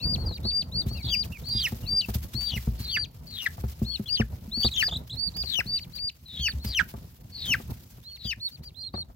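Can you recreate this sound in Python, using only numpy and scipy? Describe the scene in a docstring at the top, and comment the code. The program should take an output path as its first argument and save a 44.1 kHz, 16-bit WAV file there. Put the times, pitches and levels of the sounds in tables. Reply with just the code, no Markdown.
"""A brood of chicks in a small cloth-walled pen bedded with wood shavings.
From the start, small chicks whistle arched peeps and soft chirps; feet thump, shavings and feathers rustle.
From 1 s an older chick repeats a hoarse falling cry that cracks downward at its end.
Four short trills come around 5 s, and the footfalls grow lighter. The peeps pause from 6.7 to 8 s,
then return in a quieter flurry around the last cry as the shuffling dies down."""
import sys
import numpy as np
from scipy import signal
from scipy.io import wavfile
from scipy.ndimage import uniform_filter1d

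SR = 44100
rng = np.random.default_rng(int(sys.argv[2]) if len(sys.argv) > 2 else 0)


def unload_audio(sound):
    """Save the sound as a 16-bit wav file, at the path given as the first command line argument."""
    columns = np.transpose(np.atleast_2d(sound))
    # keep every value between -1 and 1, then stretch to whole-number steps
    steps = np.round(np.clip(columns, -1, 1) * 32767)
    wavfile.write(sys.argv[1], SR, steps.astype(np.int16))


N = 403515
TIME = np.arange(N) / SR


def from_db(db):
    return 10 ** (np.asarray(db) / 20)


def unit_rms(x):
    return x / np.sqrt(np.mean(x ** 2) + 1e-20)


def at_hz(points, hz):
    """Interpolate on a log-frequency axis."""
    points = np.array(points)
    return np.interp(np.log(hz), np.log(points[:, 0]), points[:, 1])


def bandpass(x, low_hz, high_hz, order):
    return signal.sosfilt(signal.butter(order, [low_hz, high_hz], "band", fs=SR, output="sos"), x)


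def hiss_band(low_hz, high_hz, size):
    return unit_rms(bandpass(rng.standard_normal(size), low_hz, high_hz, order=4))


def drift(hz, size):
    """Random wander slower than hz, rms 1."""
    pole = np.exp(-2 * np.pi * hz / SR)
    run_in = SR // 12
    wander = signal.lfilter([1], [1, -2 * pole, pole * pole], rng.standard_normal(size + run_in))
    return unit_rms(wander[run_in:])


def glide(t, times, values, round_s):
    """Line segments with rounded corners."""
    return uniform_filter1d(np.interp(t, times, values), max(1, int(round_s * SR)), mode="nearest")


def fade(t, edge_s):
    """Sine-squared fade at both ends."""
    return np.sin(np.pi / 2 * np.clip(np.minimum(t - t[0], t[-1] - t) / edge_s, 0, 1)) ** 2


def add(out, start_s, sound, pan_db=0, delay_ms=0):
    """Mix into stereo. pan_db: left over right; delay_ms: lag of the right ear."""
    lean = from_db(pan_db)
    pair = np.array([lean * sound, sound]) * np.sqrt(2 / (1 + lean ** 2))
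    left = max(0, round(start_s * SR))
    right = max(0, left + round(delay_ms * SR / 1000))
    for ear, at in enumerate((left, right)):
        out[ear, at:at + len(sound)] += pair[ear, :max(0, N - at)]


def pen_reverb(x, t60_s=.18):
    """Short diffuse tail from the soft walls, different at each ear."""
    t = np.arange(SR // 3) / SR
    tail = rng.standard_normal((2, len(t))) * from_db(-60 * t / t60_s) * (t > .003)
    tail = bandpass(tail, 300, 9000, order=1)
    tail = tail / np.sqrt(np.sum(tail ** 2, axis=1, keepdims=True))
    return signal.fftconvolve(x.mean(axis=0)[None], tail, axes=1)[:, :N]


def banded_noise(spectrum, flicker_db, flicker_hz):
    """Half-octave bands of stereo noise that flicker partly together; rms 1."""
    # left-right likeness: freq_hz, correlation
    likeness = [(50, 0.97), (150, 0.96), (300, 0.76), (800, 0), (3000, 0), (12000, 0.073)]
    out, together = 0, drift(flicker_hz, N)
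    edges_hz = 22 * 2 ** np.arange(0, 9.6, .5)
    white = rng.standard_normal((2, 2, N))
    for k, (low_hz, high_hz) in enumerate(zip(edges_hz, edges_hz[1:])):
        hz = np.sqrt(low_hz * high_hz)
        if spectrum[0][0] / 2 < hz < spectrum[-1][0] * 2:
            mid, side = bandpass(white[k % 2], low_hz, high_hz, order=2)
            alike = at_hz(likeness, hz)
            gain = from_db(at_hz(spectrum, hz) + flicker_db * (together + .5 * drift(flicker_hz, N)))
            out = out + gain * (np.sqrt(1 + alike) * mid + np.sqrt(1 - alike) * side * [[1], [-1]])
    return unit_rms(out)


def floor_rumble(gain_db):
    """Many small shuffling feet keep the floor rumbling."""
    # rumble envelope: time_s, level_db
    envelope = [(0, -33.5), (0.6, -34.5), (1.3, -37.5), (2.0, -36), (2.7, -42), (3.2, -43.5), (4.3, -40),
                (5.2, -38.5), (6.15, -49.5), (6.95, -38.5), (7.2, -47.5), (7.5, -37), (8.1, -49.5),
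                (9.15, -50)]
    # rumble spectrum: freq_hz, density_db
    spectrum = [(25, -33), (40, -16.5), (58, 9.5), (80, 1), (115, -0.5), (160, -5.5), (220, -10.5),
                (310, -22), (520, -23), (900, -28.5), (1600, -42), (4000, -67)]
    level = from_db(np.interp(TIME, *np.transpose(envelope)) + gain_db)
    return level * banded_noise(spectrum, flicker_db=4.0, flicker_hz=13.4)


def scratch_envelope(attack_s=.0063):
    """Each scratch in the shavings rises quickly and fades."""
    # scratches: peak_s, decay_s, level_db
    scratches = [(.87, .03, -53.5), (1.246, 0.02, -47.5), (1.638, 0.097, -48), (2.086, 0.019, -44.5),
                 (2.147, 0.013, -38), (2.232, 0.022, -48.5), (2.34, 0.015, -51), (2.412, 0.028, -48),
                 (2.56, 0.064, -49), (2.798, 0.065, -48), (3.215, 0.067, -65), (3.42, 0.04, -47.5),
                 (3.555, 0.0087, -59), (3.70, .025, -55), (4.599, 0.21, -53.5), (4.79, 0.035, -45.5),
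                 (5.37, 0.0057, -54.5), (5.46, 0.064, -59.5), (5.954, 0.022, -53), (6.275, 0.021, -86.5),
                 (6.40, 0.09, -53), (6.647, 0.034, -44), (6.89, 0.049, -54.5), (7.459, 0.17, -51),
                 (7.723, 0.02, -55), (8.26, 0.041, -56.5), (8.489, 0.026, -56.5), (8.635, 0.034, -61.5)]
    t, power = np.arange(0, N / SR, .001), 0
    for peak_s, decay_s, db in scratches:
        falloff = np.maximum((peak_s - t) / attack_s, (t - peak_s) / decay_s)
        power = power + from_db(db) ** 2 * np.exp(-2 * falloff)
    return np.interp(TIME, t, np.sqrt(power))


def rustle(stir_db, scratch_db, crackle_db, ticks_per_s=110, tick_s=.0006):
    """Shavings and feathers hiss and tick as the birds stir and scratch."""
    # steady stirring: time_s, level_db
    envelope = [(0.0, -59), (0.51, -64.5), (1.53, -57.5), (2.75, -58.5), (3.06, -68), (3.36, -58),
                (4.87, -63), (5.09, -66), (5.53, -56.5), (6.14, -68), (6.62, -58), (7.21, -66), (7.57, -61),
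                (7.85, -63.5), (7.95, -64), (9.15, -75)]
    # hiss spectrum: freq_hz, density_db
    spectrum = [(300, -5.5), (800, -2.5), (1600, -1), (3500, 1), (6000, 1), (8000, -4.5), (10000, -16),
                (12500, 2.5), (15500, 2.5)]
    hiss = banded_noise(spectrum, flicker_db=3.05, flicker_hz=34.7)
    snaps = (rng.random(N) < ticks_per_s / SR) * from_db(5 * np.minimum(rng.exponential(1, N), 3))
    decays = signal.lfilter([1], [1, -np.exp(-1 / (tick_s * SR))], snaps + 1e-18)
    ticks = unit_rms(decays * rng.standard_normal((2, N)))
    stir = from_db(np.interp(TIME, *np.transpose(envelope)) + stir_db)
    level = np.hypot(stir, from_db(scratch_db) * scratch_envelope())
    return level * (hiss + from_db(crackle_db) * ticks)


def footfalls(gain_db, crunch_db=-11, crunch_s=.013):
    """A foot sets the floor ringing, low modes building last, and crushes some shavings."""
    # steps: time_s, thud_db, knock_db, tap_db
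    steps = [(0.183, -26, -35, -36.5), (.312, -41, -33, -35.5), (0.45, -25, -22, -32.5),
             (0.863, -18.5, -21.5, -43), (0.913, -22, -30.5, -39), (1.045, -18, -33, -52),
             (1.551, -20, -24, -50), (1.722, -26.5, -21.5, -38), (2.087, -18, -22.5, -28.5),
             (2.15, -18, -23, -41), (2.346, -18.5, -26, -50), (2.564, -19, -27, -43),
             (2.673, -14.5, -19, -37), (2.8, -23.5, -28, -52), (3.581, -20, -47, -35.5),
             (3.638, -17.5, -24, -32.5), (3.818, -18, -13.5, -38.5), (3.997, -31, -17, -41.5),
             (4.199, -16.5, -10, -25), (4.479, -64, -25, -92), (4.574, -43.5, -23, -46),
             (4.648, -17.5, -17, -23.5), (4.883, -36, -54, -31), (4.924, -42, -53, -30),
             (4.961, -28, -34, -48), (5.436, -28.5, -44, -38), (5.588, -33, -34.5, -28),
             (5.657, -27.5, -27, -52), (6.396, -21, -40, -58), (6.535, -19, -37.5, -52),
             (6.649, -21, -23, -47.5), (6.94, -29, -30.5, -35.5), (7.6, -51, -31.5, -38),
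             (7.735, -36, -62, -57), (8.251, -26.5, -31, -46), (8.94, -29, -26.5, -27.5),
             (8.978, -36, -42, -38.5), (9.1, -57, -54.5, -47)]
    # thud, knock and tap bands: centre_hz
    bands_hz = [85, 230, 700]
    # pen floor modes: freq_hz, level_db, t60_s
    modes = [(64.9, -5.5, 0.36), (72, 0, 0.089), (114.8, 1.5, 0.12), (157, -7.5, 0.068), (217, 0, 0.084),
             (284, -10.5, 0.037), (390.5, -6, 0.086), (522, -6, 0.064), (686, -1.5, 0.047),
             (846, -4, 0.046), (1210, -7.5, 0.064)]
    out, t = np.zeros((2, N)), np.arange(SR // 4) / SR
    for time_s, thud_db, knock_db, tap_db in steps:
        start_s = time_s - .001
        force = list(zip(bands_hz, (thud_db, knock_db, tap_db)))
        for hz, db, t60_s in modes:
            mode_db = gain_db + db + at_hz(force, hz) + rng.normal(0, .44)
            age = t[t < t60_s]
            swing = np.sin(2 * np.pi * (hz * rng.normal(1, .043) * age + rng.random()))
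            ring = from_db(mode_db - 60 * age / t60_s) * swing * (1 - np.exp(-2 * hz * age))
            pan_db, delay_ms = (5, .35) if hz > 250 else (1, 0)   # higher modes from the left
            add(out, start_s, ring, pan_db, delay_ms)
        age = t[t < 8 * crunch_s]
        for pan_db in (-12, 12):
            grains = rng.standard_normal(len(age)) * from_db(3 * drift(400, len(age)))
            crunch = 2 * bandpass(grains * np.exp(-age / crunch_s), 300, 1300, order=2)
            add(out, start_s, from_db(tap_db + crunch_db) * crunch, pan_db)
    return out


def syrinx(hz, overtones, overtone_db):
    """Vibrating membrane: nearly a sine, with weak overtones coloured by the beak."""
    # beak and throat response: freq_hz, gain_db
    beak = [(3000, 7), (4800, 6), (5800, 8), (7000, -3.5), (8000, -2.5), (9300, -2.5), (10500, -15),
            (12200, 3.5), (14500, -9)]
    phase = 2 * np.pi * np.cumsum(hz) / SR
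    wave = np.sin(phase)
    for k, db in overtones:
        gain = from_db(db + overtone_db + at_hz(beak, k * hz)) * (k * hz < SR / 2)
        wave = wave + gain * np.sin(k * phase)
    return np.sqrt(2) * wave


def whistle(t, hz, db, overtone_db, jitter=.0007, shimmer_db=2.04, slack_jitter=.083, flutter_db=6):
    """Clear tone; as the pitch collapses, the slack membrane flutters and gains overtones."""
    # syrinx overtones: harmonic, level_db
    overtones = [(2, -34.5), (3, -64.5)]
    slack = np.clip((hz.max() - hz - 600) / 700, 0, 1) * (t > t[np.argmax(hz)])
    pitch_hz = hz * (1 + (jitter + slack_jitter * slack) * drift(300, len(t)))
    wave = syrinx(pitch_hz, overtones, overtone_db + 13 * slack)
    waver_db = shimmer_db * drift(73, len(t)) + flutter_db * slack * (drift(162, len(t)) / 2 - 1)
    return wave * from_db(db + waver_db - 2 * slack) * fade(t, .0016)


def chirps(gain_db):
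    """Soft whistles that crest early and slide down."""
    # chirps: start_s, end_s, top_hz, last_hz, level_db, pan_db
    calls = [(0, 0.05, 2780, 2450, -51.5, 7), (0.295, 0.349, 4310, 3700, -45, 6),
             (0.778, 0.846, 4300, 3430, -52, 13), (0.947, 1.026, 2850, 2070, -50.5, 11),
             (0.967, 1.025, 4850, 4000, -53, 5), (1.318, 1.38, 2790, 2190, -48, -6),
             (1.83, 1.893, 2950, 2300, -57, 15), (2.006, 2.057, 3030, 2590, -39.5, 8),
             (3.914, 3.967, 3430, 2700, -46.5, 11), (4.056, 4.104, 3450, 2640, -44, 6),
             (5.752, 5.782, 3100, 2400, -53.5, 6), (8.083, 8.127, 3425, 2820, -61, 7)]
    out = np.zeros((2, N))
    for start_s, end_s, top_hz, last_hz, db, pan_db in calls:
        t = np.arange(start_s, end_s, 1 / SR)
        crest_s = start_s + (end_s - start_s) / 4
        hz = glide(t, [start_s, crest_s, end_s], [.94 * top_hz, top_hz, last_hz], round_s=.0056)
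        wave = whistle(t, hz, gain_db + db, overtone_db=5, jitter=.017)
        add(out, start_s, wave * fade(t, .0058), pan_db)
    return out


def trills(warble_hz=43, depth_hz=560):
    """Whistles whose pitch bounces in quick arches with sharp troughs."""
    # trills: start_s, end_s, trough_s (sets the warble phase), first_hz, last_hz, level_db
    calls = [(4.626, 4.681, 4.638, 3110, 4270, -27), (4.71, 4.77, 5, 4350, 2910, -32.5),
             (4.908, 4.983, 3.7, 3420, 3880, -34), (5.093, 5.157, 5.123, 3530, 4230, -39.5)]
    out = np.zeros((2, N))
    for start_s, end_s, trough_s, first_hz, last_hz, db in calls:
        t = np.arange(start_s, end_s, 1 / SR)
        bounce = np.abs(np.sin(np.pi * warble_hz * (t - trough_s))) - 2 / np.pi
        hz = np.linspace(first_hz, last_hz, len(t)) + depth_hz * bounce
        wave = whistle(t, hz, db, overtone_db=14, jitter=.018, shimmer_db=2,
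                       slack_jitter=.01, flutter_db=0)
        add(out, start_s, wave * fade(t, .01))
    return out


def peeps(gain_db, scoop_hz=1161, climb_hz_per_s=550, onset_db=-23, swell_db=5.5, fall_db=-11.5):
    """Each peep scoops up, climbs slowly and swells, then collapses; it wavers between the ears."""
    # near and far peeps: start_s, end_s, top_hz, last_hz, scoop_s, fall_s, level_db, pan_db, delay_ms
    calls = [(0, 0.168, 4760, 2580, 0.02, 0.016, -27.5, 4.5, 0.061),
             (0.149, 0.248, 4460, 4030, 0.013, 0.014, -42, 11, -0.057),
             (0.251, 0.297, 4830, 4280.0, 0.001, 0.015, -27, 1, 0.0),
             (0.321, 0.386, 4840, 2240.0, 0.011, 0.017, -35, -1, -0.072),
             (0.429, 0.526, 4640, 2230, 0.01, 0.018, -32, 1, 0.089),
             (0.438, 0.635, 4757, 2460, 0.024, 0.013, -27.5, 4, 0.035),
             (0.717, 0.826, 4720, 3670, 0.024, 0.0097, -27.5, 4.5, 0.075),
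             (0.871, 0.992, 4650, 3820, 0.022, 0.027, -41, 9, -0.078),
             (1.013, 1.093, 4628, 3250, 0.0076, 0.023, -32.5, -2, -0.1),
             (1.068, 1.246, 4794, 2550, 0.014, 0.015, -28, 5, 0.04),
             (1.435, 1.535, 4597, 4030, 0.012, 0.021, -34.5, 10, -0.04),
             (1.464, 1.645, 4845, 3200, 0.015, 0.023, -28, -4.5, -0.01),
             (1.859, 2.026, 4767, 2820, 0.013, 0.014, -25, 4.5, 0.025),
             (2.335, 2.526, 4675, 2900, 0.02, 0.018, -30, 13, -0.0),
             (2.858, 3.062, 4714, 2550, 0.028, 0.019, -30.5, 8, -0.025),
             (3.845, 3.98, 4450, 2430, 0.01, 0.016, -31.7, 11, 0.062),
             (4.074, 4.183, 4833, 2920, 0.016, 0.017, -25, 11, 0.059),
             (4.512, 4.693, 4620, 2400, 0.021, 0.013, -26, 4, 0.044),
             (4.795, 4.903, 4965, 2850, 0.026, 0.019, -26.5, 0, 0.035),
             (5.157, 5.293, 4656, 4160, 0.014, 0.01, -28.5, -8, 0.068),
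             (5.339, 5.443, 4846, 2640, 0.012, 0.014, -29.5, -2, 0.074),
             (5.658, 5.799, 4690, 2450, 0.011, 0.014, -28, -0.5, 0.037),
             (5.781, 5.855, 4809, 2270, 0.017, 0.016, -41, 3, -0.074),
             (5.924, 5.994, 4760, 2360, 0.011, 0.013, -36, 8, -0.084),
             (5.958, 6.104, 4760, 2610.0, 0.019, 0.012, -30, 4.5, 0.071),
             (6.37, 6.53, 4610, 2720, 0.022, 0.012, -35, 0, 0.076),
             (6.591, 6.67, 4460, 4100, 0.014, 0.021, -44, 6, -0.08),
             (8.027, 8.178, 4436, 2310, 0.024, 0.013, -43, -2, -0.063),
             (8.232, 8.326, 4760, 2070, 0.0043, 0.014, -31.5, 5, 0.068),
             (8.397, 8.491, 4450, 3520, 0.0085, 0.013, -30.5, -5, 0.099),
             (8.491, 8.581, 4830, 2360.0, 0.024, 0.018, -45.5, 7, -0.083),
             (8.62, 8.711, 4820, 2460, 0.013, 0.021, -43.5, 4, -0.078),
             (8.743, 8.895, 4260, 3710, 0.012, 0.013, -38.5, -11, -0.02),
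             (8.783, 8.86, 5010, 2410, 0.018, 0.022, -41, 4, -0.024),
             (8.931, 8.969, 4910, 3330, 0.0061, 0.016, -35, 2, -0.008),
             (8.938, 9.033, 4430, 3750, 0.014, 0.012, -33, -0.5, -0.097)]
    out, attack_s = np.zeros((2, N)), .017
    for start_s, end_s, top_hz, last_hz, scoop_s, fall_s, db, pan_db, delay_ms in calls:
        t = np.arange(start_s, end_s, 1 / SR)
        age, remaining = t - start_s, end_s - t
        held_hz = top_hz - scoop_hz * np.exp(-age / scoop_s) - climb_hz_per_s * remaining
        fall = np.exp(-(remaining / fall_s) ** 2)
        hz = (held_hz + (last_hz - held_hz) * fall) * (1 + .002 * drift(30, len(t)))
        swell = np.linspace(-.5, .5, len(t))
        effort_db = onset_db * np.exp(-age / attack_s) + swell_db * swell + fall_db * fall
        wave = whistle(t, hz, gain_db + db + effort_db, overtone_db=10 + effort_db / 2)
        add(out, start_s, wave, pan_db + 2.5 * drift(13, len(t)), delay_ms)
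    return out


def cry_voice(hz, apart, strain, cracked, split_hz=400, second_db=-2, rasp_db=-17):
    """Strain pulls the two sides of the syrinx apart; they lock into one reedy tone, then crack."""
    # syrinx overtones: harmonic, level_db
    overtones = [(2, -16), (3, -25), (4, -21), (5, -19)]
    wave, size = 0, len(hz)
    torn = apart * strain
    rough = np.maximum(torn, .7 * cracked)
    jitter = .025 * torn + .045 * cracked
    for offset, gain in ((-1 / 4, 1 - apart / 4), (3 / 4, from_db(second_db) * torn)):
        side_hz = (hz + offset * split_hz * torn) * (1 + jitter * drift(260, size))
        overtone_db = -1 - 8 * apart - 8 * cracked + 3 * drift(160, size)
        sway = from_db(3 * apart * drift(60, size))   # the sides lead by turns
        flutter = 1 + .45 * rough * drift(230, size)
        wave = wave + gain * sway * flutter * syrinx(side_hz, overtones, overtone_db)
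    # irregular membrane closures spread a rasp around the tone
    return wave + from_db(rasp_db) * rough * hiss_band(1710, 5000, size)


def cries(crack_hz=2542, drop_s=.0073, drop_share=.66, bow_hz=130, air_db=-27):
    """A hoarse cry slides down and swells, locks, sinks and cracks; air hisses through the open beak."""
    # older chick: start_s, crack_s, end_s, locked_s, first_hz, lock_hz, last_hz, hold_exponent,
    # hoarse_db, locked_db, cracked_db, pan_db, cracked_pan_db, delay_ms
    calls = [(1.026, 1.15, 1.166, 0.041, 4350, 3366, 2180, 0.28, -33, -24, -36, 7.5, -11, 0.0073),
             (1.488, 1.665, 1.686, 0.038, 4630, 3270, 1730, 0.59, -32.5, -23.5, -27.5, -2, -7, -0.049),
             (2.439, 2.567, 2.586, 0.023, 4720, 2980, 1810, 0.5, -35, -35.5, -29.5, 6, -6, 0),
             (2.774, 2.964, 2.987, 0.041, 4460, 3250, 1500, 2.24, -37, -25.5, -22.5, 0.5, -9.5, -0.059),
             (3.263, 3.455, 3.481, .034, 4583, 2880, 1600, 1.4, -35, -43.5, -17.5, 7, 7, -0.072),
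             (4.12, 4.209, 4.228, .023, 3700, 3060, 1470, 1.05, -34, -30.5, -25.5, 0, 13, -0.11),
             (4.749, 4.821, 4.846, 0.036, 3520, 3160, 1545, 1.1, -25, -23.5, -20, 8.5, 14, -.12),
             (5.417, 5.602, 5.618, 0.039, 4730, 3014, 1320, 1.52, -28.5, -22.5, -26, 11.5, 4, 0.13),
             (6.252, 6.479, 6.499, .065, 4350, 3300, 1475, 0.57, -35.5, -22.5, -29, 4, 1.5, 0.051),
             (6.649, 6.789, 6.82, 0.037, 4780, 3125, 1413, 3, -30.5, -23.5, -14.5, 5, -14, -0.028),
             (7.317, 7.536, 7.558, 0.058, 4400, 3180, 1345, 2.1, -33, -20.5, -19.5, 3.5, 4, 0.05),
             (8.17, 8.325, 8.342, 0.051, 4360, 3210, 1494, 1.5, -40, -28.5, -31.5, 6, 16, 0.052)]
    attack_s, swell_db, dip_db, release_db = .0066, 13.5, -3.5, -12.5
    out = np.zeros((2, N))
    for (start_s, crack_s, end_s, locked_s, first_hz, lock_hz, last_hz, hold_exponent,
         hoarse_db, locked_db, cracked_db, pan_db, cracked_pan_db, delay_ms) in calls:
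        t = np.arange(start_s, end_s + .0014, 1 / SR)
        lock_s, low_s = crack_s - locked_s, crack_s + drop_s
        slide = np.clip((t - start_s) / (lock_s - start_s), 0, 1)
        apart = np.clip((lock_s + .0044 - t) / .0095, 0, 1)
        cracked = np.clip((t - crack_s) / .0018, 0, 1)
        strain = np.clip(.4 + slide, 0, 1)

        low_hz = crack_hz + drop_share * (last_hz - crack_hz)
        hz = glide(t, [lock_s, crack_s, low_s, end_s], [lock_hz, crack_hz, low_hz, last_hz], .0046)
        hz += (first_hz - lock_hz) * (1 - slide ** hold_exponent)
        hz += bow_hz * np.sin(np.pi * np.clip((t - lock_s) / locked_s, 0, 1))
        hz *= 1 + .00848 * drift(35, len(t))

        db = glide(t, [start_s, lock_s, crack_s - drop_s, crack_s, low_s, end_s],
                   [hoarse_db - swell_db, hoarse_db, locked_db, locked_db + dip_db,
                    cracked_db, cracked_db + release_db], round_s=.012)
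        envelope = from_db(db) * (1 - np.exp((start_s - t) / attack_s)) * fade(t, .0047)
        voice = cry_voice(hz, apart, strain, cracked)
        air = from_db(air_db) * (1 - cracked) * hiss_band(12200, 15500, len(t))
        moving_pan_db = pan_db + (cracked_pan_db - pan_db) * cracked
        add(out, start_s, (voice + air) * envelope, moving_pan_db, delay_ms)
    return out


def scene():
    """Calls and footfalls with the pen's reverb, over rumble and rustle."""
    direct = peeps(gain_db=-.5) + chirps(gain_db=1.5) + trills() + cries() + footfalls(gain_db=-1)
    reverb = from_db(-21) * pen_reverb(direct)
    shuffling = floor_rumble(gain_db=-.5) + rustle(stir_db=5, scratch_db=7.5, crackle_db=-9)
    return direct + reverb + shuffling


def record(dry):
    """The microphone sheds the deepest bass; the top is cut steeply."""
    low_hz, high_hz = 36, 15900
    thinned = signal.sosfilt(signal.butter(2, low_hz, "high", fs=SR, output="sos"), dry)
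    return signal.sosfilt(signal.ellip(10, .1, 80, high_hz, fs=SR, output="sos"), thinned)


dry = scene()
out = record(dry)
unload_audio(out)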